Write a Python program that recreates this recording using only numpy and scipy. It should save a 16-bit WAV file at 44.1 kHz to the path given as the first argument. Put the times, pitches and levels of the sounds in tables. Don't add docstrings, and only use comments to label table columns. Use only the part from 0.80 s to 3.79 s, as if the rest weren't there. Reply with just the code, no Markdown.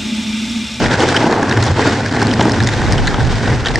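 import sys
import numpy as np
from scipy import signal
from scipy.fft import rfft, irfft, next_fast_len
from scipy.io import wavfile
from scipy.ndimage import uniform_filter1d

SR = 44100
rng = np.random.default_rng(int(sys.argv[2]) if len(sys.argv) > 2 else 0)


def put_to_file(sound):
    columns = np.atleast_2d(sound).T
    safe = np.clip(columns, -1, 1)
    whole_steps = np.round(safe * 32767)
    wavfile.write(sys.argv[1], SR, whole_steps.astype(np.int16))


N = 131859


# time in seconds, relative level in dB.
GRIND_FADER = [(0, -15.5), (.16, -20), (.23, -14), (.47, -15), (.6, -14.5), (.68, -16.5), (.88, -15.5),
               (.95, -28), (.98, -17), (1.08, -17), (1.13, -18.5), (1.29, -22.5), (1.35, -19), (1.55, -19),
               (1.66, -17.5), (1.74, -18), (1.9, -21.5), (2.1, -19.5), (2.26, -21.5), (2.37, -19.5),
               (2.58, -23.5), (2.69, -18.5), (2.81, -24), (2.99, -22)]
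RASP_FADER = [(0, -18.5), (.38, -20), (.55, -23), (.87, -20.5), (.93, -27), (1.01, -19), (1.1, -20.5),
              (1.2, -23), (1.28, -23.5), (1.42, -22.5), (1.7, -23.5), (2.1, -22.5), (2.58, -25.5),
              (2.68, -21), (2.81, -25.5), (2.87, -24.5), (2.99, -27.5)]
GRIT_FADER = [(0, -21), (.1, -27), (.33, -20), (.46, -28), (.66, -29.5), (.71, -27), (.78, -29),
              (.85, -23.5), (.95, -32.5), (1.0, -23.5), (1.08, -24.5), (1.2, -28), (1.66, -27.5),
              (1.76, -27.5), (2.0, -27.5), (2.5, -29), (2.7, -27), (2.81, -31), (2.99, -29.5)]
# frequency in Hz, relative level in dB.
GRIND_EQ = [(70, -18.5), (150, -4.5), (195, -11), (230, -3), (290, -1.5), (345, -3.5), (430, -2),
            (590, -8.5), (820, -6), (1050, -11.5), (1300, -17), (2000, -27), (5000, -69)]
RASP_EQ = [(700, -15), (1250, -7.5), (1480, 2.5), (1850, -1), (2150, -5.5), (2700, -16), (5000, -43.5)]
GRIT_EQ = [(1200, -20.5), (2400, 3), (3200, 3.5), (4200, 1.5), (5300, 1), (6300, -3), (7200, -6),
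           (8800, -13.5), (9600, -23), (11000, -59), (12200, -89)]

def runners():
    judder = wander(rate_hz=84)
    grind = rub(GRIND_EQ, per_s=2700, spread_db=2.5, side_db=-53) * undb(curve(GRIND_FADER))
    rasp = rub(RASP_EQ, per_s=2000, spread_db=1.5, side_db=-18.5) * undb(curve(RASP_FADER) - 3.5)
    grit = rub(GRIT_EQ, per_s=12000, spread_db=3, side_db=-9) * undb(curve(GRIT_FADER) - 2.5)
    return sum(layer * unit(undb(judder_db * judder))
               for layer, judder_db in ((grind, 1.43), (rasp, 1.5), (grit, 1.9)))


def rub(eq, per_s, spread_db, side_db):
    mid, side = (unit(colour(grains(per_s, spread_db), eq)) for _ in range(2))
    return stereo(mid, side, side_db)


# start in seconds, crunch length in seconds, wood pitch in Hz,
# wood level in dB, stone pitch in Hz, stone level in dB, splinter level in dB. Levels are relative.
STONE_CRACKS = [(0.059, 0.0063, 1850, -11.5, 3150, -18.5, -34), (0.112, .003, 1530, -21, 3550, -18, -32),
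                (0.138, 0.007, 1640, -13, 4400, -21, -28), (.2043, 0.0035, 2090, -28, 3120, -13, -20),
                (0.287, 0.0044, 1540, -12, 3500, -17.5, -18), (0.343, .018, 1550, -12.5, 4900, -26, -31),
                (0.364, .003, 2090, -17, 3090, -7.5, -19), (.371, .005, 1720, -17, 3200, -18, -28),
                (0.454, .002, 1700, -23, 2900, -20, -36), (.511, 0.0026, 1600, -22, 4500, -27, -29),
                (.5252, 0.0021, 1790, -13, 4000, -17, -26), (0.629, .004, 1590, -15, 5500, -28, -26),
                (.6946, .004, 1720, -21, 5600, -25, -22), (0.7114, 0.0034, 1520, -13, 3770, -17, -36),
                (.7246, .003, 1770, -12, 2700, -14, -25), (.7726, 0.0049, 1560, -11.5, 3130, -21, -23),
                (0.826, 0.0042, 1460, -16, 4350, -15.5, -21), (0.838, 0.0045, 1640, -25, 6300, -22, -23),
                (0.866, 0.001, 1700, -25, 5370, -22, -25), (0.881, 0.0021, 1390, -26, 3560, -18.5, -31),
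                (0.991, .006, 1940, -32, 3300, -21, -33), (1.072, 0.011, 1400, -19, 4520, -19, -38),
                (1.096, .0015, 1780, -24, 5000, -24, -35), (1.261, 0.0022, 1780, -13, 5030, -30, -21),
                (1.312, .0014, 1440, -23, 4800, -26, -35), (1.3245, 0.0033, 1600, -21.5, 4130, -25, -30),
                (1.3653, 0.0054, 1710, -15.5, 4200, -25, -30), (1.417, 0.0047, 1650, -11.5, 4400, -20, -22),
                (1.427, .004, 1950, -18, 5400, -25, -21), (1.47, 0.0013, 1400, -30, 4500, -21, -19),
                (1.513, .003, 2250, -28, 3200, -15, -33), (1.537, 0.0053, 1900, -16.5, 5000, -24, -22),
                (1.595, 0.002, 1730, -17, 3300, -19, -32), (1.609, 0.005, 1890, -14.5, 3200, -11.5, -31),
                (1.624, 0.009, 1600, -22, 6800, -24, -27), (1.65, 0.0055, 1400, -18, 3200, -29, -26),
                (1.695, .004, 1650, -16, 5200, -28, -22.5), (1.719, 0.0021, 1500, -30, 5170, -16.5, -25),
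                (1.8035, 0.0025, 1720, -12.5, 3960, -18, -20), (1.826, .002, 1900, -25, 4600, -19, -30),
                (1.836, 0.0014, 1490, -18, 5200, -21, -24), (1.845, 0.0013, 2230, -32, 5200, -25, -25),
                (1.873, 0.003, 2040, -14, 3950, -15, -11.5), (1.8885, .0022, 1820, -13, 3700, -18, -23),
                (1.937, .0013, 1740, -23, 4060, -20, -33), (2.015, 0.0066, 1800, -17.5, 3700, -29, -27),
                (2.065, 0.0018, 2000, -19, 3900, -22.5, -33), (2.1238, .0014, 2200, -21, 5170, -26, -11.5),
                (2.13, 0.0061, 1800, -19, 5000, -24, -27), (2.18, 0.0067, 1460, -29, 2950, -18.5, -27),
                (2.2716, 0.0035, 1690, -17.5, 4000, -19, -19), (2.276, .006, 1800, -11.5, 4000, -15, -27),
                (2.343, 0.0036, 1460, -14, 3230, -17, -36), (2.404, 0.0058, 1620, -17.5, 3500, -31, -35),
                (2.5556, 0.0016, 2000, -24, 5000, -24.5, -39), (2.657, 0.0043, 1720, -21, 4000, -29, -34),
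                (2.675, 0.006, 1480, -16, 3140, -22, -41), (2.849, 0.007, 1420, -22, 2930, -21, -31),
                (2.8588, 0.0041, 1360, -14, 3680, -12, -33), (2.867, 0.0079, 1770, -16, 2980, -14, -24),
                (2.885, 0.0019, 1790, -32, 3800, -14, -43), (2.957, .0018, 1800, -6.5, 5000, -12.5, -32)]

def stones():
    def note(push, hz, width_hz):
        return ring(ring(push, hz, width_hz), hz, .47 * hz)

    mid, side = np.zeros((2, N))
    for start, length_s, wood_hz, wood_db, stone_hz, stone_db, splinter_db in STONE_CRACKS:
        for track in (mid, side):
            push = strike(length_s)
            wood = note(push, wood_hz, width_hz=226)
            overtone = note(push, 1.625 * stone_hz, width_hz=470)
            stone = note(push, stone_hz, width_hz=470) + undb(-13) * overtone
            splinter = ring(push, hz=5240, width_hz=2100)
            for sound, db in ((wood, wood_db), (stone, stone_db), (splinter, splinter_db)):
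                add(track, start, peak_level(sound, db + .5, window_s=.00088))
    return soften(stereo(mid, side, side_db=-27))


def sand(per_s=200, low_hz=1680, high_hz=6700, ring_cycles=2.1):
    snaps, t = np.zeros(N), np.arange(512) / SR
    for when, pitch, size in rng.random((int(per_s * N / SR), 3)):
        hz = low_hz * (high_hz / low_hz) ** pitch
        snap = np.sin(2 * np.pi * hz * t) * np.exp(-2 * t * hz / ring_cycles)
        add(snaps, when * N / SR, snap * undb(10 * size ** 2 - 2 * pitch))
    return unit(soften(snaps)) * undb(curve(GRIT_FADER) - 7)


# start in seconds, frame thud level in dB, plank knock level in dB.
BUMP_HITS = [(.043, -17, -26), (.128, -16, -21), (.140, -12, -19), (.199, -10.5, -31), (.233, -11, -18),
             (.441, -8, -16.5), (.467, -18, -20), (.496, -15, -17), (.519, -21, -19), (.576, -20, -21),
             (.628, -15, -15), (.719, -15, -20), (0.775, -11, -23), (0.881, -27, -25), (.976, -19, -20),
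             (.992, -11, -13), (1.057, -10, -17), (1.073, -9, -20), (1.371, -14.5, -16), (1.422, -13, -13),
             (1.5946, -9, -11), (1.611, -19, -11), (1.654, -9.5, -14), (1.68, -12.5, -25),
             (2.019, -22, -19.5), (2.037, -29, -21), (2.142, -19, -19.5), (2.342, -22, -18),
             (2.382, -21, -19.5), (2.676, -19, -19)]
# pitch in Hz, width in Hz, relative level in dB.
FRAME_MODES = [(238, 70, -2), (296, 104, 3), (389, 72, -4.5)]

def bumps(plank_hz=825, plank_width_hz=206):
    hits = np.zeros(N)
    for start, thud_db, knock_db in BUMP_HITS:
        push = strike(length_s=.004)
        thud = sum(undb(db) * ring(ring(push, hz, width), hz, 4 * width) for hz, width, db in FRAME_MODES)
        knock = ring(ring(push, plank_hz, plank_width_hz), plank_hz, 2 * plank_width_hz)
        for sound, db in ((thud, thud_db), (knock, knock_db)):
            add(hits, start, peak_level(sound, db, window_s=.0066))
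    return hits


# time in seconds, relative level in dB.
DECK_FADER = [(0, -20), (.25, -19), (.5, -28), (.73, -20), (.8, -12.5), (.86, -19), (.92, -11), (.98, -19),
              (1.27, -20.5), (1.5, -16.5), (1.72, -16), (2.18, -18.5), (2.28, -28), (2.46, -15),
              (2.62, -21.5), (2.72, -11), (2.8, -20), (2.99, -27)]
FRAME_FADER = [(0, -14.5), (.3, -62), (.47, -17.5), (.56, -24), (.68, -18), (.93, -40), (1.06, -22.5),
               (1.27, -24.5), (1.42, -21.5), (1.5, -14.5), (1.58, -19.5), (1.655, -15.5), (1.73, -22.5),
               (1.82, -16.5), (1.9, -30), (2.15, -25), (2.5, -29.5), (2.68, -22.5), (2.83, -35),
               (2.99, -37)]

def sled_body():
    deck = drone(hz=107.4, width_hz=31.4, side_db=-22.5) * undb(curve(DECK_FADER) - 1)
    frame = drone(hz=228.4, width_hz=53, side_db=-29.05) * undb(curve(FRAME_FADER) - .5)
    return deck + frame


def drone(hz, width_hz, side_db):
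    mid, side = (unit(ring(ring(noise, hz, width_hz), hz, 2 * width_hz))
                 for noise in rng.standard_normal((2, N)))
    swing = uniform_filter1d(abs(signal.hilbert(mid)), size=400) + .053
    return stereo(unit(mid / swing ** .35), side, side_db)


# time in seconds, level in dB.
WIND_FADER = [(0, -22.5), (.07, -22), (.16, -40), (.3, -38), (.7, -53), (1.02, -44), (1.3, -45),
              (1.72, -42), (1.82, -19), (1.89, -31), (2.1, -17.5), (2.54, -19), (2.62, -25), (2.99, -22.5)]
# frequency in Hz, relative level in dB.
WIND_EQ = [(15, -19), (30, -1.5), (55, -2), (90, -6), (160, -7), (250, -19), (400, -31), (1500, -63.5)]

def wind():
    mid, side = (unit(colour(noise, WIND_EQ)) for noise in rng.standard_normal((2, N)))
    return stereo(mid, side, side_db=-2.5) * undb(curve(WIND_FADER))


def street(x, t60_s=.18, wet_db=-18):
    t = np.arange(SR // 2) / SR
    tail = rng.standard_normal((2, len(t))) * np.exp(-np.log(1000) * t / t60_s) * (t > .01)
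    tail /= np.sqrt(np.sum(tail ** 2, axis=1, keepdims=True))
    return x + undb(wet_db) * signal.fftconvolve(x, tail, axes=1)[:, :N]


def grains(per_s, spread_db):
    present = rng.random(N) < per_s / SR
    polarity = rng.choice([-1, 1], N)
    return present * polarity * undb(spread_db * np.minimum(rng.exponential(size=N), 4))


def strike(length_s):
    t = np.arange(4096) / SR
    push = rng.standard_normal(len(t)) ** 3 * np.exp(-(t / length_s) ** 2)
    push[0] += 30 * min(1, .003 / length_s)
    return push


def wander(rate_hz):
    span = int(SR / rate_hz)
    drift = uniform_filter1d(rng.standard_normal(N), span, mode="wrap")
    return unit(uniform_filter1d(drift, span, mode="wrap"))


def colour(x, eq):
    hz, db = np.array(eq).T
    size = 2 * next_fast_len(N)
    bin_hz = np.maximum(np.arange(size // 2 + 1) * SR / size, 1)
    gain = undb(np.interp(np.log(bin_hz), np.log(hz), db))
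    cepstrum = irfft(np.log(gain))
    cepstrum[1:size // 2] *= 2
    cepstrum[size // 2 + 1:] = 0
    return irfft(rfft(x, size) * np.exp(rfft(cepstrum)))[:N]


def ring(x, hz, width_hz):
    return signal.lfilter(*signal.iirpeak(hz, hz / width_hz, fs=SR), x)


def soften(x, cutoff_hz=8520):
    return signal.sosfilt(signal.butter(4, cutoff_hz, fs=SR, output="sos"), x)


def stereo(mid, side, side_db):
    return mid + undb(side_db) * side * np.array([[1], [-1]])


def peak_level(x, db, window_s):
    power = uniform_filter1d(x ** 2, int(window_s * SR), mode="constant")
    return x * undb(db) / np.sqrt(power.max())


def add(track, start_s, sound):
    i = int(start_s * SR)
    track[i:i + len(sound)] += sound[:max(N - i, 0)]


def curve(rows):
    return np.interp(np.arange(N) / SR, *np.array(rows).T)


def undb(db):
    return 10 ** (np.asarray(db) / 20)


def unit(x):
    return x / np.sqrt(np.mean(x ** 2) + 1e-18)


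def scene():
    return bumps() + sled_body() + wind() + street(runners() + stones() + sand())


def record(dry, full_scale=.88, top_hz=11400):
    left, right = dry
    left_sheen, right_sheen = ring(dry, hz=8700, width_hz=1102.5)
    heard = np.array([left - left_sheen / 2, right + undb(-2) * right_sheen])
    clipped = np.clip(heard, -full_scale, full_scale)
    return signal.sosfilt(signal.ellip(10, .2, 90, top_hz, fs=SR, output="sos"), clipped)


dry = scene()
out = record(dry)
put_to_file(out)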